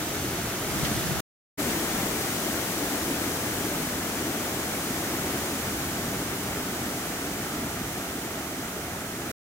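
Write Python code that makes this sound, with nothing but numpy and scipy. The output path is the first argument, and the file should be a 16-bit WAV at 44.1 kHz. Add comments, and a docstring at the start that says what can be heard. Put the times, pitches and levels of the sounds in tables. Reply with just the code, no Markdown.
"""Paddle steamer leaving a stone quay

The wheel's floats beat air into the lake: small bubbles rush, big pockets gurgle and spray hisses,
over the rumble of the machinery. The microphone first faces the wheel and catches a gust.
After a short silence it is turned along the quay, and the wheel slowly recedes, left to right."""
import sys
import numpy as np
from scipy import signal
from scipy.fft import rfft, irfft, next_fast_len
from scipy.io import wavfile

SR = 44100
rng = np.random.default_rng(int(sys.argv[2]) if len(sys.argv) > 2 else 0)


def to_wav(s):
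    """Save 16-bit WAV."""
    ch = np.atleast_2d(s).T  # columns
    pcm = np.round(np.clip(ch, -1, 1) * 32767)  # PCM
    wavfile.write(sys.argv[1], SR, pcm.astype(np.int16))


N = 420713
TIME_S = np.arange(N) / SR
FFT_SIZE = next_fast_len(N, True)
BINS_HZ = np.fft.rfftfreq(FFT_SIZE, 1 / SR)

# microphone on: start/s, fade-in/s, stop/s
STRETCHES = [(-.002, 0.0019, 1.207), (1.574, .022, 9.317)]
# air pockets dragged under: t/s, level/dB, f/Hz, swell of the wash/dB
AIR_GULPS = [(.85, -36, 220, 0), (1.62, -34, 270, .8), (2.0, -36, 190, 0.3), (3.1, -37.5, 260, 0),
             (3.8, -38, 220, 0), (4.33, -36, 280, 0.2), (5.2, -39, 230, .5), (6.07, -35, 175, 0.5),
             (6.52, -37.5, 190, .3), (7.6, -38.5, 290, .8)]

TURN_S, TURN_FADE_S = STRETCHES[1][:2]
TURNED = TIME_S > TURN_S - TURN_FADE_S


def wash(floats_per_s=3.3, far_from_s=3.0, far_over_s=4.1):
    """Small bubbles in turbulent water surge as each float dips; the colour turns hollow along the quay."""
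    # wash spectra, near and far: f/Hz, level/dB
    near_spectrum = [(330, -24), (480, 0), (700, 0), (1000, -4), (1700, -4), (2300, -6), (3000, -13.5),
                     (4200, -23)]
    far_spectrum = [(330, -17.5), (510, -3), (680, 1), (1020, -6), (1320, -2), (1650, -5), (2150, -6),
                    (2800, -11.5), (4200, -21)]
    beat = np.cos(2 * np.pi * (floats_per_s * (TIME_S - 2.0) + .06 * drift(rate_hz=.93)))
    swarm = bubbles(low_hz=416, high_hz=3556, cycles=4.0, spread_db=.5, count=30000, samples=260)
    water = mic_pair(swarm + gain_of(8) * noise())
    far_share = np.where(TURNED, np.clip((TIME_S - far_from_s) / far_over_s, .15, 1), .89)
    water = (1 - far_share) * colour(water, near_spectrum) + far_share * colour(water, far_spectrum)
    gulp_db = sum(db * gulp_envelope(at_s) for at_s, _, _, db in AIR_GULPS)
    swell = gain_of(gulp_db + .3 * beat + .15 * drift(rate_hz=4))
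    return water * swell * wheel_gain(base_db=-34.5, db_per_db=.68, facing_db=.3)


def gurgle(hollow_hz=315, sink_from_s=3.5, sink_hz_per_s=11.6):
    """Big air pockets boom in the paddle box; the hollow note between hull and quay wanders, then sinks."""
    pockets = bubbles(low_hz=120.5, high_hz=556.6, cycles=3.5, spread_db=.43, count=10000, samples=1100)
    # churn spectrum: f/Hz, level/dB
    spectrum = [(110, -20), (160, -9), (190, -1.5), (250, -1.5), (330, -1.5), (410, -3), (480, -9),
                (620, -28)]
    churn = colour(mic_pair(pockets + gain_of(4.5) * noise()), spectrum)
    note_hz = hollow_hz - sink_hz_per_s * np.maximum(TIME_S - sink_from_s, 0)
    hollow = resonate(mic_pair(noise()), note_hz * (1 + .059 * drift(rate_hz=5.5)), width_hz=90)
    water = unit_rms(churn + gain_of(-5.5) * hollow)
    return water * wheel_gain(base_db=-34.5, db_per_db=.8, facing_db=-.6)


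def gulps():
    """Now and then a float drags down a big pocket of air, which booms at its own pitch."""
    boom = resonate(mic_pair(noise()), over_time(AIR_GULPS, column=2), width_hz=130)
    return boom * sum(gain_of(db) * gulp_envelope(at_s) for at_s, db, _, _ in AIR_GULPS)


def spray(mist_from_hz=9000, mist_facing_db=-1, mist_turned_db=1.5):
    """Countless drops fall back as hiss; the finest mist gives the top treble."""
    # spray spectrum: f/Hz, level/dB
    spectrum = [(2000, -16.5), (3000, 1), (3500, 0.5), (4400, -0.5), (5200, -.5), (6100, 1.5), (8500, -1),
                (11500, -2), (15500, -3)]
    drops = noise() * gain_of(1.1 * noise())
    hiss = colour(mic_pair(drops), spectrum)
    mist = signal.sosfiltfilt(signal.butter(1, mist_from_hz, "high", fs=SR, output="sos"), hiss)
    hiss += mist * (gain_of(np.where(TURNED, mist_turned_db, mist_facing_db)) - 1)
    flicker = gain_of(.08 * drift(rate_hz=20))
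    return hiss * flicker * wheel_gain(base_db=-34.5, db_per_db=1, facing_db=1.5)


def slaps():
    """Sheets of water slap down: a quick swell, a short tail."""
    # slaps: t/s, peak/dB, length/s
    hits = [(.845, -29, .017), (1.69, -38, .02), (2.445, -35, .004)]
    # slap spectrum: f/Hz, level/dB
    spectrum = [(700, -22), (1700, -5), (3000, 0), (4500, -6), (7000, -12), (14000, -24)]
    envelope = np.zeros(N)
    for at_s, db, length_s in hits:
        age = 2 * np.maximum(TIME_S - at_s, 0) / length_s
        envelope += gain_of(db) * age * np.exp(1 - age)
    return envelope * colour(noise(), spectrum)


def machinery():
    """Engine and hull rumble, throbbing unevenly and swelling as openings in the ship's side pass."""
    # rumble spectrum: f/Hz, level/dB
    spectrum = [(20, -22), (35, -15.5), (58, -4), (85, -0.5), (150, -0.5), (185, -2), (260, -26.5)]
    # passing openings: t/s, swell/dB, half length/s
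    openings = [(5.9, 2, .5), (7.7, 2.5, 0.25)]
    swell_db = sum(db * np.exp(-((TIME_S - at_s) / half_s) ** 2) for at_s, db, half_s in openings)
    rumble = colour(mic_pair(noise()), spectrum) * wheel_gain(base_db=-41, db_per_db=.55, facing_db=3.3)
    return rumble * gain_of(swell_db + .62 * drift(rate_hz=4.4))


def wind(breeze_db=-54.5, gust_db=-40.5, start_s=.58, rise_s=.24):
    """A breeze swells to a gust, buffeting each microphone port separately; gone after the turn."""
    # buffeting spectrum: f/Hz, level/dB
    spectrum = [(40, -14.5), (80, -6.5), (130, 3.5), (200, -7), (300, -12), (500, -25.5)]
    level_db = np.interp(TIME_S, [start_s, start_s + rise_s], [breeze_db, gust_db])
    return colour(noise(), spectrum) * ~TURNED * gain_of(level_db + 3 * drift(rate_hz=21))


def wind_thumps(hz=150, half_s=.0031):
    """Each puff pulls and pushes the diaphragms once, one harder than the other."""
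    # puffs: t/s, level/dB, left-right/dB
    puffs = [(.833, -17.5, 4.5), (.92, -19.5, -1), (0.978, -22, 1), (1.063, -26.5, -6.5), (1.121, -24, 9)]
    out = np.zeros((2, N))
    for at_s, db, side_db in puffs:
        age_s = TIME_S - at_s
        pulse = np.sin(2 * np.pi * hz * age_s) * np.exp(-(age_s / half_s) ** 2)
        out += gain_of([[db + side_db / 2], [db - side_db / 2]]) * pulse
    return out


def wheel_gain(base_db, db_per_db, facing_db, usual_db=-38.5):
    """Gain of a layer that follows the wheel's loudness, with facing_db added before the turn."""
    # wheel working up, then receding: t/s, level/dB
    facing = [(0.0, -39.5), (0.6, -40), (0.848, -37), (1.2, -38.5)]
    leaving = [(1.62, -36.5), (3.63, -38), (4.01, -39), (5.38, -38.5), (6.39, -40.5), (6.94, -40.5),
               (9.02, -44), (9.3, -43.5)]
    excess_db = over_time(facing + leaving) - usual_db
    return gain_of(base_db + db_per_db * excess_db + np.where(TURNED, 0, facing_db))


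def bubbles(low_hz, high_hz, cycles, spread_db, count, samples):
    """Two swarms; each bubble rings for a few cycles and rises in pitch as it nears the surface."""
    when, pitch, bulk = rng.random((count, 3)).T[:, :, None]
    hz = low_hz + (high_hz - low_hz) * pitch
    turns = hz * np.arange(samples) / SR
    age = turns / cycles
    ring = np.sin(2 * np.pi * turns * (1 + .025 * age)) * np.exp(-age) * np.linspace(1, 0, samples)
    ring *= np.sqrt(hz) * gain_of(spread_db * np.minimum(-np.log(1 - bulk), 4))
    index = (when * (2 * N - samples)).astype(int) + np.arange(samples)
    return unit_rms(np.bincount(index.ravel(), ring.ravel(), 2 * N).reshape(2, N))


def gulp_envelope(at_s, half_s=.14):
    """Swell and fall of one gulp."""
    return np.exp(-((TIME_S - at_s) / half_s) ** 2)


def mic_pair(sources, facing_lead_s=.00007, turned_lead_s=.00014, lead_from_hz=1100):
    """Two unrelated signals become stereo: alike in the bass, apart in the treble, where the left leads."""
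    # microphone ports: f/Hz, coherence/1, left-right/dB
    ports = [(200, .998, .1), (330, .987, .6), (480, .86, 1.5), (720, .87, 1.2), (1000, .52, 2.2),
             (1380, .6, .4), (2400, .22, .5), (4300, .28, 1.2), (6000, .14, -2.6), (8300, .15, -.5),
             (15000, .1, 3)]
    common, separate = rfft(sources, FFT_SIZE)
    coherence = over_bins(ports)
    tilt = gain_of(over_bins(ports, column=2) / 2)
    norm = np.sqrt((tilt ** 2 + tilt ** -2) / 2)
    left = common * tilt / norm
    right = (coherence * common + np.sqrt(1 - coherence ** 2) * separate) / (tilt * norm)
    treble_rad_per_s = 2 * np.pi * BINS_HZ ** 3 / (BINS_HZ ** 2 + lead_from_hz ** 2)
    right_facing = waveform(right * np.exp(-1j * treble_rad_per_s * facing_lead_s))
    right_turned = waveform(right * np.exp(-1j * treble_rad_per_s * turned_lead_s))
    return np.array([waveform(left), np.where(TIME_S < TURN_S, right_facing, right_turned)])


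def resonate(x, hz, width_hz):
    """Double-pole resonance that follows the curve hz; rms 1."""
    carrier = np.exp(2j * np.pi * np.cumsum(hz) / SR)
    pole = np.exp(-np.pi * width_hz / SR)
    return unit_rms((carrier * signal.lfilter([1], np.poly([pole, pole]), x / carrier)).real)


def colour(x, spectrum, skirt_db_per_octave=-40):
    """Filters by a spectrum that falls away beyond its ends; rms 1."""
    inside_hz = np.clip(BINS_HZ, spectrum[0][0], spectrum[-1][0])
    skirt_db = skirt_db_per_octave * abs(np.log2((BINS_HZ + 1) / (inside_hz + 1)))
    return unit_rms(waveform(rfft(x, FFT_SIZE) * gain_of(over_bins(spectrum) + skirt_db)))


def drift(rate_hz):
    """Slow random wander; rms 1."""
    return unit_rms(waveform(rfft(rng.standard_normal(FFT_SIZE)) / (1 + (BINS_HZ / rate_hz) ** 2)))


def over_time(rows, column=1):
    """Table column at every sample."""
    rows = np.asarray(rows)
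    return np.interp(TIME_S, rows[:, 0], rows[:, column])


def over_bins(rows, column=1):
    """Table column at every bin, interpolated in log frequency."""
    rows = np.asarray(rows)
    return np.interp(np.log(BINS_HZ + 1), np.log(rows[:, 0] + 1), rows[:, column])


def waveform(bins):
    return irfft(bins, FFT_SIZE)[..., :N]


def noise():
    return rng.standard_normal((2, N))


def gain_of(db):
    return 10 ** (np.asarray(db) / 20)


def unit_rms(x):
    return x / np.sqrt(np.mean(x ** 2) + 1e-20)


def scene(pan_start_db=1.93, pan_db_per_s=-.49):
    """After the turn the wheel crosses from left to right above the centred rumble."""
    side_db = np.array([[.5], [-.5]]) * TURNED * (pan_start_db + pan_db_per_s * (TIME_S - TURN_S))
    bright_water = (wash() + spray()) * gain_of(side_db)
    deep_water = (gurgle() + gulps()) * gain_of(.7 * side_db)
    return bright_water + deep_water + slaps() + machinery() + wind() + wind_thumps()


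def record(dry, fade_out_s=.003, cutoff_hz=15850):
    """The microphone switches on and off; a steep low-pass follows."""
    gate = sum(np.clip((TIME_S - start_s) / fade_in_s, 0, 1) * np.clip((stop_s - TIME_S) / fade_out_s, 0, 1)
               for start_s, fade_in_s, stop_s in STRETCHES)
    lowpass = signal.firwin(767, cutoff_hz, window=("kaiser", 9), fs=SR)
    return signal.oaconvolve(dry * gate, lowpass[None], "same")


dry = scene()
out = record(dry)
to_wav(out)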